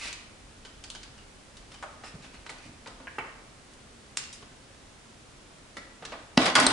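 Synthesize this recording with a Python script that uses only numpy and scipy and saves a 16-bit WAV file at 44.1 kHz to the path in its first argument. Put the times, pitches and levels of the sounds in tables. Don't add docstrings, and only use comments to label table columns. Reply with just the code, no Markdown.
import sys
import numpy as np
from scipy import signal
from scipy.fft import rfft, irfft
from scipy.io import wavfile
from scipy.ndimage import uniform_filter1d

SR = 44100
rng = np.random.default_rng(int(sys.argv[2]) if len(sys.argv) > 2 else 0)


def master_out(mix):
    frames = np.transpose(np.atleast_2d(mix))
    ceiling = np.clip(frames, -1, 1)
    pcm = np.round(ceiling * 32767).astype(np.int16)
    wavfile.write(sys.argv[1], SR, pcm)


N = 296352


def amp(db):
    return 10 ** (np.asarray(db) / 20)


def unit_rms(x):
    return x / np.sqrt(np.mean(x ** 2) + 1e-20)


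def unit_energy(x):
    return x / np.sqrt(np.sum(x ** 2, -1, keepdims=True) + 1e-20)


def decay(t, t60):
    return np.exp(-np.log(1000) * t / t60)


def curve(points, hz):
    f, value = np.transpose(points)
    return np.interp(np.log(hz + 1), np.log(f + 1), value)


def motion(moves, attack_s, release_s, swell_db):
    t, gain = np.arange(N) / SR, np.zeros(N)
    for start, length, db in moves:
        age = np.maximum(t - start, 0)
        swell = amp(db + swell_db * (np.minimum(age / length, 1) - 2))
        release = np.exp(-np.maximum(age - length, 0) / release_s)
        gain += (1 - np.exp(-age / attack_s)) * swell * release
    return gain


def placed(s, sound):
    track = np.zeros((2, N))
    part = track[:, max(round(s * SR), 0):]
    part[:, :sound.shape[1]] += sound[:, :part.shape[1]]
    return track


def stereo(x, likeness, spectrum=((1, 0), (2, 0))):
    size = x.shape[1]
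    hz = np.fft.rfftfreq(size, 1 / SR)
    left, other = rfft(x)
    same = np.clip(curve(likeness, hz), -1, 1)
    right = same * left + np.sqrt(1 - same ** 2) * other
    return irfft(np.array([left, right]) * amp(curve(spectrum, hz)), size)


# (frequency [Hz], left-right likeness [0-1])
ROOM_LIKENESS = [(100, 1), (300, 1), (700, 0.77), (1400, 0.091), (3000, 0.014), (9000, 0.025)]
# (frequency [Hz], t60 [s])
ROOM_DECAY = [(150, 0.4), (500, 0.83), (1400, 0.7), (3700, 0.65), (9000, 0.34)]
def room(build_s=0.00068, early_db=4, early_s=0.0047, echoes_per_s=5000):
    size = SR // 2
    echoes = rng.standard_normal((2, size)) * (rng.random((2, size)) < echoes_per_s / SR)
    hz, frame_s, bands = signal.stft(stereo(echoes, ROOM_LIKENESS), SR, nperseg=256)
    bands *= decay(frame_s, curve(ROOM_DECAY, hz)[:, None])
    tail = signal.istft(bands, SR, nperseg=256)[1][:, :size]
    t = np.arange(size) / SR
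    return unit_energy(tail * (1 - np.exp(-t / build_s)) * (1 + amp(early_db) * np.exp(-t / early_s)))


def resonant(peaks, hz, sharpness=13.7):
    boosts = (db * np.exp(-(sharpness * (hz / f - 1)) ** 2) for f, db in peaks)
    gain = amp(sum(boosts, np.zeros(len(hz))))
    return gain / np.sqrt(uniform_filter1d(gain ** 2, size=260))


COLOUR_EDGES = [130, 350, 800, 1600, 3200, 6400, 11000]
def contact(colour, hardness, top_hz, peaks=(), size=4096):
    edges = np.array(COLOUR_EDGES, float)
    centres = np.sqrt(edges[1:] * edges[:-1])
    density_db = np.array(colour) - 10 * np.log10(np.diff(edges)) + hardness * np.log2(centres)
    hz = np.fft.rfftfreq(size, 1 / SR)
    low_cut = hz ** 4 / (hz ** 4 + 125 ** 4)
    high_cut = 1 / (1 + (hz / top_hz) ** 16)
    gain = amp(curve(np.c_[centres, density_db], hz)) * low_cut * high_cut * resonant(peaks, hz)
    log_gain = np.log(np.maximum(gain / gain.max(), 1e-4))
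    mirrored = np.r_[log_gain, log_gain[-2:0:-1]]
    return np.fft.ifft(np.exp(np.conj(signal.hilbert(mirrored)))).real


def scrape(envelope):
    force = envelope * rng.standard_normal(len(envelope))
    for _ in range(2):
        force = irfft(np.exp(1j * np.angle(rfft(force))), len(force))
        force *= envelope / np.sqrt(uniform_filter1d(force ** 2, 64) + 1e-12)
    return unit_energy(force)


def ringing(modes, spot_db=2):
    longest_s = max(t60 for _, _, t60 in modes)
    t = np.arange(SR // 10 + int(SR * longest_s / 2)) / SR
    ring = np.zeros(len(t))
    for hz, db, t60 in modes:
        gain = amp(db + spot_db * rng.standard_normal())
        ring += gain * decay(t, t60) * np.sin(2 * np.pi * (hz * t + rng.random()))
    return unit_energy(ring)


def blow(s, db, colour, modes, scrape_s, graze_s, crack_db, ring_db, room_db, top_hz,
         hardness=0, peaks=()):
    lead = SR // 100
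    t = (np.arange(4096) - lead) / SR
    force = scrape(np.exp(np.minimum(t / graze_s, -t / scrape_s)))
    force[lead] += amp(crack_db)
    hit = unit_energy(signal.fftconvolve(force, contact(colour, hardness, top_hz, peaks)))
    ring = signal.fftconvolve(unit_energy(contact(colour, hardness, top_hz)), ringing(modes))
    direct = amp(ring_db) * np.pad(ring, (lead, 0))
    direct[:len(hit)] += hit
    heard = amp(room_db) * signal.fftconvolve(direct[None], room(), axes=1)
    heard[:, :len(direct)] += direct
    return placed(s - lead / SR, amp(db) * heard)


# (start [s], length [s], base level [dB])
FILM_PULLS = [(-0.01, 0.097, -37.5), (1.705, 0.034, -53), (2.04, 0.042, -50.5), (2.22, 0.037, -51),
              (2.333, 0.021, -54), (2.62, 0.045, -53.5)]
# (frequency [Hz], level [dB])
FILM_SPECTRUM = [(400, -13), (800, -8.5), (1150, 0.5), (1600, 0), (2100, 6), (2600, 9.5), (3300, 0.5),
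                 (4600, 1), (7500, -4.5), (11000, -11.5)]
def film_slide(grain_db=2, grains_per_s=2500):
    grains = (rng.random(N) < grains_per_s / SR) * rng.choice([-1, 1], N)
    grains = grains * amp(grain_db * np.minimum(rng.exponential(1, N), 4))
    colour = amp(curve(FILM_SPECTRUM, np.fft.rfftfreq(N, 1 / SR)))
    rub = unit_rms(irfft(rfft(grains) * colour, N))
    rub *= motion(FILM_PULLS, attack_s=0.00074, release_s=0.014, swell_db=2)
    return rub + signal.fftconvolve(rub[None], room(), axes=1)[:, :N]


# (frequency [Hz], level [dB])
AIR_SPECTRUM = [(12, -21.5), (20, -6), (43, -3), (59, -7), (137, -7), (170, -11.5), (221, -7), (337, -11.5),
                (375, -11.5), (475, -12.5), (542, -13), (872, -16), (1110, -16), (8910, -25.5),
                (11000, -31.5), (14300, -82), (22000, -120)]
# (frequency [Hz], left-right likeness [0-1])
AIR_LIKENESS = [(60, 1), (130, 0.79), (270, 0.74), (570, 0.35), (1190, 0.12), (2520, 0.22), (5330, 0.21),
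                (11200, 0.033)]
def air(gain_db=-52):
    return amp(gain_db) * unit_rms(stereo(rng.standard_normal((2, N)), AIR_LIKENESS, AIR_SPECTRUM))


# (start [s], length [s], base level [dB])
ARM_MOVES = [(0, 3, -60.5)]
# (frequency [Hz], level [dB])
ARM_SPECTRUM = [(12, -12), (35, 0.5), (60, -2), (130, -12), (250, -36), (1000, -70), (22000, -120)]
def arms():
    rumble = unit_rms(stereo(rng.standard_normal((2, N)), AIR_LIKENESS, ARM_SPECTRUM))
    return rumble * motion(ARM_MOVES, attack_s=0.011, release_s=0.11, swell_db=-0.5)


# (time [s], level [dB], hardness [dB/octave], scrape [s], pitch [Hz], resonance [dB])
FILM_FLICKS = [(0.055, -17.5, -3, 0.0034, 2360, 28), (0.1288, -14, 4.5, 0.0022, 6370, 4),
               (0.6508, -19.5, -3, 0.018, 3050, 6), (0.8398, -17, 1, 0.0083, 4700, 4),
               (0.902, -14.5, 5.5, 0.002, 6360, 11), (0.908, -29, -2, 0.0015, 3200, 9),
               (0.9505, -18, -1.5, 0.0066, 3120, 13), (0.958, -22, -2.5, .005, 4100, 5),
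               (1.032, -20.5, 1, 0.0077, 4740, 6), (1.18, -26, -4.5, 0.015, 2900, 14),
               (1.569, -24.5, 2, 0.011, 6400, 6), (1.719, -25, -2.5, 0.013, 5230, 10),
               (1.7425, -22.5, -3.5, 0.01, 3080, 20), (2.245, -23.5, -6.5, 0.0083, 3350, 16),
               (2.343, -24, -5, 0.014, 4300, 24), (2.584, -27, -2.5, .005, 2500, 14),
               (3.185, -24.5, 1, 0.0085, 3950, -1), (3.736, -32.5, 8, .005, 4500, 1),
               (4.328, -17.5, 7, 0.016, 4300, -8), (4.426, -24, -6, 0.014, 1500, -3)]
FLICK_COLOUR = [-24.5, -20.5, -12, -6, -1, -8.5]
# (frequency [Hz], level [dB], t60 [s])
ROLLER_MODES = [(1520, -3, .03), (3020, 0, .025), (6200, -1, .02)]
def film_ticks():
    return sum(blow(s, db, FLICK_COLOUR, ROLLER_MODES, scrape_s, graze_s=0.00052, crack_db=-6,
                    ring_db=-15, room_db=0.5, top_hz=10100, hardness=hardness, peaks=[(hz, peak_db)])
               for s, db, hardness, scrape_s, hz, peak_db in FILM_FLICKS)


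# (time [s], level [dB], hardness [dB/octave], pitch [Hz], resonance [dB])
GUIDE_HITS = [(1.8265, -13.5, 0.5, 1140, 4), (1.831, -16, 0.5, 1470, 14), (1.838, -17, -3, 620, 8)]
GUIDE_COLOUR = [-27, -9.5, -1, -5, -15, -14]
# (frequency [Hz], level [dB], t60 [s])
GUIDE_MODES = [(590, 3, .08), (650, 2, .08), (735, 1, .07), (1100, 0, .07), (1245, -1, .08),
               (1335, -1, .07), (1495, 0, .06)]
def film_guide():
    return sum(blow(s, db, GUIDE_COLOUR, GUIDE_MODES, scrape_s=0.0069, graze_s=0.00098, crack_db=-15,
                    ring_db=-16, room_db=0, top_hz=9550, hardness=hardness, peaks=[(hz, peak_db)])
               for s, db, hardness, hz, peak_db in GUIDE_HITS)


# (time [s], level [dB], hardness [dB/octave], scrape [s], pitch [Hz], resonance [dB])
HOUSING_HITS = [(2.037, -17.5, -1, 0.016, 1240, 13), (2.038, -21.5, -1, 0.012, 1805, 19),
                (2.043, -21.5, 10, 0.061, 5180, 23), (2.465, -17.5, 2, 0.0057, 935, 9),
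                (2.494, -14, 2.5, 0.01, 2180, 4), (2.5, -22.5, -4, 0.0092, 858, 11),
                (2.497, -22.5, 27, 0.0081, 7300, 3), (2.8615, -17.5, -2, 0.0086, 910, 8),
                (2.874, -19, 6, 0.0069, 1270, 17), (2.88, -21.5, -4.5, .008, 537, 11),
                (3.002, -21.5, -4.5, .014, 900, 5), (6.025, -16, -3, 0.023, 1050, -5),
                (6.052, -13, 6, 0.0059, 5000, -4), (6.1222, -11, -1.5, 0.015, 1220, 4)]
HOUSING_COLOUR = [-12, -3.5, 0, 0, -4.5, -16.5]
# (frequency [Hz], level [dB], t60 [s])
HOUSING_MODES = [(259, 6, .35), (290, 2, .3), (322, 2, .35), (450, -2, .15), (624, 1, .15), (690, 2, .35),
                 (767, -4, .3), (890, -1, .3), (1035, -2, .25), (1101, -2, .25), (1198, -3, .25),
                 (1241, 1, .3), (1314, -3, .3), (1357, -3, .25), (1462, 6, .3), (1522, -1, .25),
                 (1690, -1, .2), (1955, 4, .2), (2226, 0, .2), (2680, 2, .2), (2870, 0, .2), (4650, 2, .12),
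                 (5044, 0, .08)]
def housing_knocks():
    return sum(blow(s, db, HOUSING_COLOUR, HOUSING_MODES, scrape_s, graze_s=0.0014, crack_db=-13.5,
                    ring_db=-15.5, room_db=0, top_hz=9900, hardness=hardness, peaks=[(hz, peak_db)])
               for s, db, hardness, scrape_s, hz, peak_db in HOUSING_HITS)


# (time [s], base level [dB], pitch [Hz])
HAND_BUMPS = [(2.138, -17.5, 124), (2.151, -16, 139), (2.192, -22.5, 130), (2.657, -22, 120),
              (2.686, -21, 101), (3.194, -25, 150)]
BUMP_COLOUR = [0.5, -18, -26, -33, -24, -32]
def hand_bumps(case_db=-4, thud_db=-19, thud_t60=0.076, rise_s=0.0016):
    out, t = np.zeros((2, N)), np.arange(SR // 5) / SR
    for s, db, hz in HAND_BUMPS:
        thud = np.sin(2 * np.pi * hz * t) * (1 - np.exp(-t / rise_s)) * decay(t, thud_t60)
        out += placed(s, amp(db + thud_db) * thud[None])
        out += blow(s, db + case_db, BUMP_COLOUR, HOUSING_MODES, scrape_s=0.0046, graze_s=0.0016,
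                    crack_db=-3, ring_db=-16.5, room_db=-1, top_hz=10000)
    return out


# (time [s], level [dB], hardness [dB/octave], pitch [Hz], resonance [dB])
COVER_HITS = [(3.0712, -14, 2.5, 1670, 11), (3.1841, -6, 0.7, 2150, 2), (3.195, -16.5, -3, 450, 8),
              (3.208, -18, 2, 2100, 6), (3.246, -19.5, -1.5, 1060, 6)]
COVER_COLOUR = [-10.5, -9, -0.5, 4.5, -12, -7]
# (frequency [Hz], level [dB], t60 [s])
COVER_MODES = [(453, 2, .12), (555, 2, .12), (662, 1, .1), (887, 5, .1), (1055, 3, .1), (1435, 2, .09),
               (1590, 2, .1), (1900, 2, .08), (2065, 2, .08), (2205, 2, .08), (2500, 0, .05)]
def front_cover():
    return sum(blow(s, db, COVER_COLOUR, COVER_MODES, scrape_s=0.0077, graze_s=0.00014, crack_db=-3.5,
                    ring_db=-16.5, room_db=0.5, top_hz=3180, hardness=hardness, peaks=[(hz, peak_db)])
               for s, db, hardness, hz, peak_db in COVER_HITS)


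# (time [s], level [dB])
CATCH_HITS = [(4.17, -15), (4.1723, -1.5), (4.181, -17)]
CATCH_COLOUR = [-23, -32, -13, -7.5, -4.5, 0.5]
# (frequency [Hz], boost [dB])
CATCH_PEAKS = [(1900, 1.5), (2850, 5), (3650, 3), (4450, 4), (5350, 7), (7100, 4), (7900, 1.5)]
# (frequency [Hz], level [dB], t60 [s])
CATCH_MODES = [(2850, -2, .02), (5400, 0, .02), (6550, -2, .02), (7120, -1, .02), (7520, 0, .02),
               (7950, 0, .02)]
def spring_catch():
    return sum(blow(s, db, CATCH_COLOUR, CATCH_MODES, scrape_s=0.0011, graze_s=0.00028, crack_db=-9.5,
                    ring_db=-14.5, room_db=-0.5, top_hz=9460, peaks=CATCH_PEAKS)
               for s, db in CATCH_HITS)


# (time [s], level [dB])
KNOB_HIT = (5.769, -13.5)
KNOB_COLOUR = [-0.5, -3, -2, -2, -3, -9]
# (frequency [Hz], boost [dB])
KNOB_PEAKS = [(560, 7), (1320, 8), (1950, 11)]
# (frequency [Hz], level [dB], t60 [s])
KNOB_MODES = [(549, -4, .07), (1314, -1, .07), (1464, -4, .07), (1680, -2, .07), (1938, 2, .12),
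              (2186, -3, .08), (3620, -8, .08)]
def knob_tap():
    return blow(*KNOB_HIT, KNOB_COLOUR, KNOB_MODES, scrape_s=0.011, graze_s=0.0016, crack_db=-12,
                ring_db=-10.5, room_db=1, top_hz=10300, peaks=KNOB_PEAKS)


# (time [s], level [dB], hardness [dB/octave], scrape [s])
LEVER_HITS = [(6.3745, -7, 7, 0.0014), (6.4572, -4.5, 5.5, 0.0054), (6.464, 1, 0.5, 0.0049),
              (6.48, -2.5, -2.5, 0.0067), (6.554, 7, 3, 0.0021), (6.5567, 8, 1, 0.0035),
              (6.5619, 6.5, 0.5, 0.0076), (6.580, 2, -0.5, .004), (6.586, 3.5, -2, 0.0049),
              (6.6003, 0.5, 11.5, 0.0045), (6.602, -0.5, -5.5, 0.0089)]
LEVER_COLOUR = [-14, -7.5, 2, -0.5, -3.5, -12]
# (frequency [Hz], boost [dB])
LEVER_PEAKS = [(1100, 4.5), (1480, 4.5), (1950, 5.5), (2220, 6.5), (2750, 1), (3350, 9), (4130, 5.5),
               (4750, 12.5), (5550, 10.5), (6550, 6), (7500, 0), (8600, 0)]
def levers():
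    return sum(blow(s, db, LEVER_COLOUR, HOUSING_MODES, scrape_s, graze_s=0.00095, crack_db=-10.5,
                    ring_db=-13.5, room_db=0.5, top_hz=10500, hardness=hardness, peaks=LEVER_PEAKS)
               for s, db, hardness, scrape_s in LEVER_HITS)


# (time [s], level [dB])
DETENT_HIT = (6.3767, 13.1)
DETENT_COLOUR = [-7, 0.5, -4.5, -4, -1, -14]
# (frequency [Hz], boost [dB])
DETENT_PEAKS = [(1950, 9.5), (2750, 11), (3100, 9), (3900, 12), (4420, 5), (4900, 12), (5450, 13),
                (6150, 16)]
def detent():
    clunk = blow(*DETENT_HIT, DETENT_COLOUR, HOUSING_MODES, scrape_s=0.00166, graze_s=0.0012,
                 crack_db=-23, ring_db=-13.5, room_db=-10, top_hz=6230, peaks=DETENT_PEAKS)
    return clunk + panel_boom(DETENT_HIT[0]) + table_jolt(DETENT_HIT[0])


# (frequency [Hz], level [dB], t60 [s])
PANEL_MODES = [(280, -4.5, .022), (257, -18, .34), (322, -27, .25)]
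def panel_boom(s, low_cut_hz=160):
    t = np.arange(SR // 2) / SR
    flex = sum(amp(db) * np.sin(2 * np.pi * hz * t) * decay(t, t60) for hz, db, t60 in PANEL_MODES)
    low_cut = signal.butter(4, low_cut_hz, "high", fs=SR, output="sos")
    return placed(s, signal.sosfilt(low_cut, flex)[None])


def table_jolt(s, hz=48, db=-38, t60=0.18):
    t = np.arange(SR // 2) / SR
    thump = amp(db) * np.sin(2 * np.pi * hz * t) * decay(t, t60)
    return placed(s, thump[None])


# (start [s], length [s], base level [dB])
MOTOR_RUNS = [(6.381, 0.1, -25.5), (6.56, .17, -29.5)]
# (frequency [Hz], level [dB])
WHIR_SPECTRUM = [(47, -40), (90, -17), (205, -1.5), (270, -3), (416, -13), (615, -4), (1070, -6),
                 (1830, -10.5), (3930, -8.5), (4540, -16), (5130, -13), (5810, -20), (8770, -24.5),
                 (11000, -33), (14300, -62), (22000, -120)]
# (frequency [Hz], level against the whir [dB])
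HUM_TONES = [(118, -22), (236, -27), (322, -19)]
def motor(claw_hz=24, chatter=0.8, ring_db=-10):
    t = np.arange(N) / SR
    running = motion(MOTOR_RUNS, attack_s=0.018, release_s=0.031, swell_db=-1)
    stroke = 1 + chatter * np.exp(-(t * claw_hz % 1) / 0.15)
    noise = stereo(rng.standard_normal((2, N)), ROOM_LIKENESS, WHIR_SPECTRUM)
    whir = running * unit_rms(noise * stroke)
    case = signal.fftconvolve(whir, ringing(HOUSING_MODES)[None], axes=1)[:, :N]
    hum = sum(np.sqrt(2) * amp(db) * np.sin(2 * np.pi * (hz * t + rng.random())) for hz, db in HUM_TONES)
    return whir + amp(ring_db) * whir.std() * unit_rms(case) + running * hum


# (time [s], level [dB])
CLUTCH_HIT = (6.6662, 8.3)
CLUTCH_COLOUR = [-11, -13, -4.5, -10, -2, 2]
# (frequency [Hz], boost [dB])
CLUTCH_PEAKS = [(3700, 15), (4300, 15), (5600, -6), (7600, 13), (8500, 13), (9050, 10)]
# (frequency [Hz], level [dB], t60 [s])
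CLUTCH_MODES = [(300, -1, .04), (4100, -1, .02), (4900, -2, .02), (8330, 2, .018), (8550, 3, .015),
                (8950, 3, .015)]
def clutch():
    click = blow(*CLUTCH_HIT, CLUTCH_COLOUR, CLUTCH_MODES, scrape_s=0.0028, graze_s=0.00062,
                 crack_db=-31, ring_db=-3.5, room_db=-6, top_hz=9100, peaks=CLUTCH_PEAKS)
    return click + table_jolt(CLUTCH_HIT[0])


def scene():
    film = film_slide() + film_ticks()
    knocks = housing_knocks() + hand_bumps()
    fittings = film_guide() + front_cover() + spring_catch() + knob_tap()
    hands = film + knocks + fittings + arms()
    machine = detent() + levers() + clutch() + motor()
    return (hands + machine + air()) * amp([[-0.3], [0.3]])


def record(dry, ceiling=0.9, top_hz=11050):
    low_pass = signal.firwin(401, top_hz, window=("kaiser", 9), fs=SR)
    return signal.oaconvolve(ceiling * np.tanh(dry / ceiling), low_pass[None], "same")


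dry = scene()
out = record(dry)
master_out(out)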